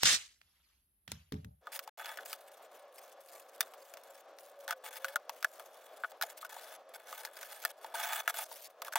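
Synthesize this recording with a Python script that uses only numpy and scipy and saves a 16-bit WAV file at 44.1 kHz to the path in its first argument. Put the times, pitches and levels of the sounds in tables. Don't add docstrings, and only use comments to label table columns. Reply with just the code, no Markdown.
import sys
import numpy as np
from scipy import signal
from scipy.fft import rfft, irfft, next_fast_len
from scipy.io import wavfile
from scipy.ndimage import uniform_filter1d, map_coordinates

SR = 44100
rng = np.random.default_rng(int(sys.argv[2]) if len(sys.argv) > 2 else 0)


def generate_wav(signal):
    frames = np.transpose(np.atleast_2d(signal))
    scaled = np.clip(frames, -1, 1) * 32767
    pcm = np.round(scaled).astype(np.int16)
    wavfile.write(sys.argv[1], SR, pcm)


def elevation(decibels):
    levels = np.asarray(decibels, float)
    return 10 ** (levels / 20)


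N = 396018
TIME = np.arange(N) / SR
FAST = 8
FAST_START_S = 1.606
SPLICE_START_S, SPLICE_END_S = 1.897, 1.974


def unit(x):
    return x / np.sqrt(np.mean(x ** 2) + 1e-20)


def noise():
    return rng.standard_normal(N)


def along(points, hz):
    point_hz, value = np.transpose(points)
    return np.interp(np.log(hz + 1), np.log(point_hz + 1), value)


def wobble(rate):
    points = rng.standard_normal(int(N * rate / SR) + 4)
    return map_coordinates(points, [TIME * rate])


def coloured(x, spectrum):
    size = next_fast_len(len(x) + 8192)
    gain = elevation(along(spectrum, np.fft.rfftfreq(size, 1 / SR)))
    return irfft(rfft(x, size) * gain, size)[:len(x)]


def patchy(x, depth_db):
    z = signal.stft(x, nperseg=256)[2]
    field = uniform_filter1d(rng.standard_normal(z.shape), size=6, axis=0)
    field = uniform_filter1d(field, size=7, axis=1)
    patched = signal.istft(z * elevation(depth_db * unit(field)), nperseg=256)[1]
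    return unit(patched[:N])


def held(start, length, db, rise_s, fall_db_per_s, sag_db_per_s=0):
    t = TIME - start
    sag_db = sag_db_per_s * np.clip(t, 0, length)
    fall_db = fall_db_per_s * np.clip(t - length, 0, 1)
    return np.clip(t / max(rise_s, 1e-4), 0, 1) * elevation(db - sag_db - fall_db)


def ring(modes, speed, near_hz=None, focus_db=0):
    t = np.arange(int(SR * .7 / speed)) / SR * speed
    hz, db, t60 = np.transpose(modes * 2)[:, :, None]
    hz = hz * (1 + .015 * rng.standard_normal(hz.shape))
    db = db + rng.normal(0, 2.5, hz.shape)
    if near_hz:
        octaves_away = np.abs(np.log2(hz * speed / near_hz))
        db = db - np.minimum(focus_db * octaves_away, 18)
    rise = 1 - np.exp(-t * hz / 0.73)
    phase = np.tile(rng.uniform(0, 2 * np.pi, (len(modes), 1)), (2, 1))
    swing = np.sin(2 * np.pi * hz * t + phase)
    x = (rise * elevation(db - 60 * t / t60) * swing).sum(0)
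    return x / np.abs(x).max()


def crack(spectrum, t60):
    t = np.arange(SR // 8) / SR
    snap = elevation(-60 * t / 0.0036)
    tail = 0.29 * elevation(-60 * t / max(t60, .005))
    x = rng.standard_normal(len(t)) * (snap + tail)
    x = coloured(np.pad(x, (32, 0)), spectrum)[32:]
    return x / np.abs(x).max()


def add(track, s, x):
    part = track[round(s * SR):][:len(x)]
    part += x[:len(part)]


def stereo(x, width):
    z = signal.stft(x, nperseg=128)[2]
    drift = uniform_filter1d(rng.standard_normal((2, *z.shape)), size=60, axis=2)
    turn = (drift[0] + 1j * drift[1]) / np.hypot(*drift)
    side = signal.istft(z * turn, nperseg=128)[1][:N]
    side = coloured(side * np.std(x) / np.std(side), width)
    return np.array([x + side, x - side])


# (pitch [Hz], relative level [dB])
SLOW_ROOM_TONE = [(20, -33), (45, -3), (65, 3.5), (85, -12.5), (165, -15), (300, -20), (500, -30),
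                  (3500, -32), (8500, -44.5), (11000, -15), (16000, -39)]


def slow_room():
    return elevation(-80) * unit(coloured(noise(), SLOW_ROOM_TONE))


# (pitch [Hz], relative level [dB])
FAST_ROOM_TONE = [(100, -49), (400, -10), (555, 3.5), (680, -0.5), (780, 0), (860, -10.5), (1100, -6),
                  (1350, -11), (2000, -19.5), (6000, -29), (16000, -65.5)]


def fast_room():
    level_db = np.where(TIME < SPLICE_START_S, -61, -59) + 1.93 * wobble(20)
    return elevation(level_db) * unit(coloured(noise(), FAST_ROOM_TONE))


def tone(pitch_hz):
    return np.sqrt(2) * np.sin(2 * np.pi * np.cumsum(pitch_hz) / SR)


def hum():
    return elevation(-82.5 + 2.9 * wobble(9.1)) * tone(1700 + 5 * wobble(18))


# (time [s], pitch [Hz], level [dB])
ENGINE_PATH = [(4.3, 550, -69), (4.53, 578.3, -63), (4.68, 549, -53.5), (4.88, 494.9, -67.5),
               (5.05, 535, -54), (5.17, 589, -60.5), (5.35, 622, -65), (5.55, 635, -69)]


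def engine():
    s, hz, db = np.transpose(ENGINE_PATH)
    pitch_hz = np.interp(TIME, s, hz) + 6 * wobble(25)
    level_db = np.interp(TIME, s, db) + 2.6 * wobble(22)
    return elevation(level_db) * tone(pitch_hz)


# (time [s], level [dB])
BENCH_SHOVES = [(4.708, -65), (6.223, -58)]


def shoves():
    width_s = .0015
    return sum(elevation(db) * np.exp(-((TIME - s) / width_s) ** 2) for s, db in BENCH_SHOVES)


# (start time [s], length [s], level [dB])
ROOM_WASHES = [(0.403, 0.34, -79), (1.076, .025, -61), (1.111, 0.0279, -61.5), (1.32, 0.0147, -66)]
# (pitch [Hz], relative level per Hz [dB])
ROOM_WASH_TONE = [(300, -16), (1200, -4.5), (3500, -1.5), (6500, -8), (9000, -21), (11500, -10),
                  (16000, -31)]


def room_wash():
    gains = [held(*row, rise_s=0.0092, fall_db_per_s=140) for row in ROOM_WASHES]
    return np.max(gains, axis=0) * patchy(coloured(noise(), ROOM_WASH_TONE), depth_db=3.0)


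def spray_flow():
    squeeze_s, jet_s, jet_length_s = .031, 0.054, 0.098
    swell_db = 519.5 * np.clip(squeeze_s - TIME, 0, 1)
    dribble = elevation(-36.5 - swell_db) * (TIME < jet_s)
    jet = held(jet_s, jet_length_s, -24, rise_s=0.0023, fall_db_per_s=700, sag_db_per_s=69.5)
    tail = held(jet_s, jet_length_s, -41, rise_s=.004, fall_db_per_s=169.5)
    return np.max([dribble, jet, tail], axis=0)


# (pitch [Hz], relative level per Hz [dB])
SPRAY_TONE = [(300, -21.5), (1000, -15), (1900, -4), (2700, -5), (3400, -3.5), (6500, -4.5), (9000, -11.5),
              (10000, -18.5), (12500, -22.5), (16000, -32.5)]


def spray():
    sputter = elevation(1.0 * wobble(190) + 1.2 * wobble(45))
    return spray_flow() * patchy(sputter * coloured(noise(), SPRAY_TONE), depth_db=1.6)


# (pitch [Hz], relative level [dB], time to fall 60 dB [s])
BENCH_MODES = [(68.5, 2, 0.6), (85.04, 4.5, 0.45), (110.6, 3.5, 0.25), (141.2, -6, 0.35), (156, 0.5, .28),
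               (172.5, -4.5, 0.27), (186.5, 1, 0.22), (215.7, 0, 0.21), (243, -7, 0.21),
               (275.5, -4.5, 0.21), (320, -9.5, 0.13), (365.4, -9, 0.19), (429, -2.5, 0.2),
               (550, -15, 0.24)]
# (time [s], relative click level [dB], thump level [dB], favoured thump pitch [Hz])
BENCH_AND_TRIGGER_CONTACTS = [(0.0319, -10, -40, 165), (0.4135, -49, -74, 67.7), (1.077, -35, -49.5, 185.3),
                              (1.1163, -29, -44, 147.2), (1.321, -35.5, -31.5, 235),
                              (1.3405, -48.5, -38, 117.5), (1.4449, -45, -42, 142.8)]
# (pitch [Hz], relative level [dB])
CLICK_TONE = [(300, -17), (2000, 4.5), (5000, -4), (12000, -12)]


def bench_and_trigger_contacts():
    x = np.zeros(N)
    for s, click_db, thump_db, thump_hz in BENCH_AND_TRIGGER_CONTACTS:
        add(x, s + 0.0017, elevation(click_db + 3.0) * crack(CLICK_TONE, t60=0.024))
        add(x, s, elevation(thump_db) * ring(BENCH_MODES, 1, thump_hz, focus_db=9.5))
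    return x


# (pitch [Hz], relative level [dB], time to fall 60 dB [s])
PLATE_MODES = [(3620, -2.5, 0.066), (5570, -7, 0.044), (6971, 5, 0.015), (10640, 5, 0.025)]
# (time [s], level [dB])
PLATE_FALLS = [(3.6078, -19.5)]


def plate():
    x = np.zeros(N)
    for s, db in PLATE_FALLS:
        add(x, s, elevation(db) * ring(PLATE_MODES, 0.99))
    return x


# (pitch [Hz], relative level [dB], time to fall 60 dB [s])
STEEL_MODES = [(4836, -2.5, 0.02), (5940, -4, 0.0147), (11720, 3.5, 0.01)]
# (time [s], relative click level [dB], relative knock level [dB], favoured knock pitch [Hz])
CLACK_CONTACTS = [(1.6698, -43.5, -33, 1204), (1.7502, -33, -58, 1900), (1.7592, -32, -59, 1368),
                  (1.7914, -24.5, -45.5, 1210), (1.8754, -37, -36.5, 883), (1.9736, -32.5, -49, 830),
                  (1.9956, -36.5, -40, 1510), (2.0576, -29, -45, 1450), (2.1724, -31, -42, 1700),
                  (2.1855, -53, -35.5, 1570), (2.3289, -26.5, -38.5, 1400), (3.6067, -12.5, -28, 1700),
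                  (3.6279, -35, -46, 1270), (3.7362, -39.5, -47, 1160), (3.9378, -37, -46.5, 745),
                  (3.9708, -38.5, -47, 990), (4.386, -39.5, -65, 789), (4.6784, -29, -33.5, 1536),
                  (4.6885, -31, -37, 1660), (4.7076, -20, -28, 1390), (4.725, -33, -31.5, 1420),
                  (4.9686, -30.5, -60, 1430), (5.0447, -22, -27, 1480), (5.0829, -31.5, -43, 1660),
                  (5.1579, -18.5, -21, 1470), (5.294, -27.5, -32, 940), (5.4264, -27.5, -38, 1460),
                  (5.4449, -20.5, -19, 1580), (5.596, -36.5, -41.5, 1110), (6.0357, -47, -26.5, 1480),
                  (6.0438, -51, -28.5, 1430), (6.117, -39, -45.5, 794), (6.2122, -23.5, -30.5, 1540),
                  (6.2232, -18.5, -34, 1730), (6.2343, -27.5, -32.5, 740), (6.4272, -53, -38.5, 1200),
                  (6.448, -34, -39, 1495), (6.5647, -45, -39.5, 893), (7.1266, -37, -35.5, 1110),
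                  (7.25, -23, -43, 840), (7.2722, -43, -44, 1700), (7.429, -31.5, -43, 1500),
                  (7.638, -34, -43, 1450), (7.6499, -15, -25, 1693), (7.8441, -35.5, -36, 940),
                  (7.9405, -47, -34.5, 860), (8.2766, -19, -18, 1500), (8.5138, -41.5, -40.5, 870),
                  (8.819, -24, -33, 1100), (8.881, -38.5, -34, 1200), (8.9231, -38, -38, 1520),
                  (8.9343, -33, -35.5, 1530), (8.956, -15.5, -21.5, 920)]
# (pitch [Hz], relative level [dB])
SNAP_TONE = [(600, -23), (1500, 6), (5000, -1.5), (10000, -6.5), (16000, -2.5)]


def clacks():
    x = np.zeros(N)
    for s, click_db, knock_db, knock_hz in CLACK_CONTACTS:
        knock = ring(BENCH_MODES[1:], FAST, knock_hz, focus_db=39.5)
        steel = ring(STEEL_MODES, 1)
        for late, loss_db in [(.0008, 0), (rng.uniform(0.0044, .007), -10)]:
            add(x, s + late, elevation(click_db + loss_db + 2.0) * crack(SNAP_TONE, t60=0.029))
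            add(x, s + late, elevation(click_db + loss_db - 12.5) * steel)
            add(x, s + late, elevation(knock_db + loss_db + 2.5) * knock)
    return x


# (pitch [Hz], relative level per Hz [dB])
BRISTLE_TONE = [(900, -24), (2000, -7), (3000, -7.5), (4500, -8.5), (6500, -7), (8500, -8), (12000, -6),
                (16000, -6.5)]


def ticks(hiss):
    x = np.zeros(N)
    for where, size in rng.uniform(size=(330, 2)):
        s = FAST_START_S + where * (N / SR - FAST_START_S)
        stroke = min(hiss[int(s * SR)], elevation(-56.5))
        add(x, s, stroke * elevation(7.5 - 3.46 * np.log(1 - size)) * crack(BRISTLE_TONE, t60=0.017))
    return x


# (start time [s], length [s], bristle hiss level [dB], bench drone level over the hiss [dB])
STROKE_MOVES = [(1.664, 0.037, -82, 16), (1.717, 0.062, -47.5, -6), (1.823, 0.026, -59.5, -6),
                (1.87, .03, -68, 10.5), (1.983, 0.16, -54, 6.5), (2.134, 0.1, -65, 5.5),
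                (2.249, 0.11, -52, -5), (2.35, 0.32, -68.5, 0), (2.712, 0.12, -65.5, -2),
                (2.922, 0.22, -63.5, -5), (3.202, 0.24, -61.5, -11), (3.446, 0.49, -68, 0),
                (3.97, 0.24, -64.5, -2), (4.381, 0.12, -63.5, -10), (4.587, 0.085, -66, -4),
                (4.681, 0.05, -54, 7.5), (4.837, 0.053, -48, 0.5), (4.906, 0.078, -51.5, -1),
                (4.996, 0.147, -59, 3.5), (5.316, 0.43, -63, -5), (5.57, 0.54, -67.5, 2.5),
                (6.215, 0.026, -50.5, 9), (6.245, .05, -61.5, 2), (6.292, 0.036, -54.5, -3.5),
                (6.368, 0.099, -60.5, -2.5), (6.491, 0.27, -55.5, 0), (6.936, 0.028, -50.5, -1.5),
                (6.967, 0.12, -66, 3.5), (7.066, 0.201, -52.5, -1.5), (7.28, 0.089, -67.5, 3.5),
                (7.365, .35, -54, -2), (7.809, 0.12, -64, 6.5), (7.938, 0.27, -43, 2),
                (8.011, .13, -41.5, 3), (8.208, 0.13, -62.5, 6), (8.276, 0.032, -41.5, 0.5),
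                (8.34, 0.099, -40, -3), (8.442, 0.11, -60, -8.5), (8.513, 0.16, -52.5, -21),
                (8.821, 0.021, -67, 11.5), (8.844, 0.043, -53, 1), (8.921, 0.014, -48, -16),
                (8.955, 0.032, -42, 4.5)]


def stroke_gains():
    hiss, drone = np.full(N, elevation(-78)), np.full(N, elevation(-73.5))
    for start, length, db, bench_db in STROKE_MOVES:
        gain = held(start, length, db, rise_s=0.0046, fall_db_per_s=2498)
        hiss = np.maximum(hiss, gain)
        drone = np.maximum(drone, elevation(bench_db) * gain)
    return hiss, drone


def bench_response(f):
    total = 0
    for k, (hz, db, t60) in enumerate(BENCH_MODES[1:]):
        resonance = 1j * f / (hz ** 2 - f ** 2 + 2.2j * f / t60)
        total = total + (-1) ** k * elevation(db) / t60 * resonance
    return total


def strokes(hiss, drone):
    lumps = elevation(0.67 * wobble(35) + 2.2 * wobble(110) + 2.86 * wobble(400))
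    fit_depth_db = np.where(hiss < elevation(-60), 4.4, 1.1)
    fits = elevation(fit_depth_db * wobble(75) + 0.82 * wobble(12))
    bristles = patchy(lumps * coloured(noise(), BRISTLE_TONE), depth_db=3.0)
    response = bench_response(np.fft.rfftfreq(N, FAST / SR))
    shake = irfft(rfft(lumps * noise()) * response, N)
    return fits * hiss * bristles + drone * unit(shake)


def natural_speed():
    return slow_room() + room_wash() + spray() + bench_and_trigger_contacts()


def fast_motion():
    hiss, drone = stroke_gains()
    cut = signal.butter(2, 81.7 * FAST, "high", fs=SR, output="sos")
    work = signal.sosfilt(cut, strokes(hiss, drone) + ticks(hiss) + clacks() + plate())
    return work + shoves() + fast_room() + engine() + hum()


# (pitch [Hz], side level against the middle [dB])
SLOW_WIDTH = [(60, -32), (180, -19), (550, -4.5), (1650, -4), (4970, -0.5), (15000, 2)]
# (pitch [Hz], side level against the middle [dB])
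FAST_WIDTH = [(60, -24), (240, -28.5), (950, -23), (3770, -6.5), (15000, -6.5)]


def scene():
    fade = np.clip((TIME - FAST_START_S) / 0.039, 0, 1)
    slow = stereo(natural_speed() * (1 - fade), SLOW_WIDTH)
    fast = stereo(fast_motion() * fade, FAST_WIDTH)
    balance = elevation([[.5], [-.5]])
    outside_splice_s = np.maximum(SPLICE_START_S - TIME, TIME - SPLICE_END_S)
    sounding = np.clip(outside_splice_s / 0.0047, 0, 1)
    return (slow + fast * balance) * sounding


def roll_off(x):
    return signal.sosfilt(signal.butter(12, 17080, fs=SR, output="sos"), x)


def record(dry):
    top_hz = 15930
    band_limit = [(top_hz, 0), (top_hz + 150, -35), (17500, -60)]
    mix = np.array([coloured(channel, band_limit) for channel in dry])
    return roll_off(mix)


dry = scene()
out = record(dry)
generate_wav(out)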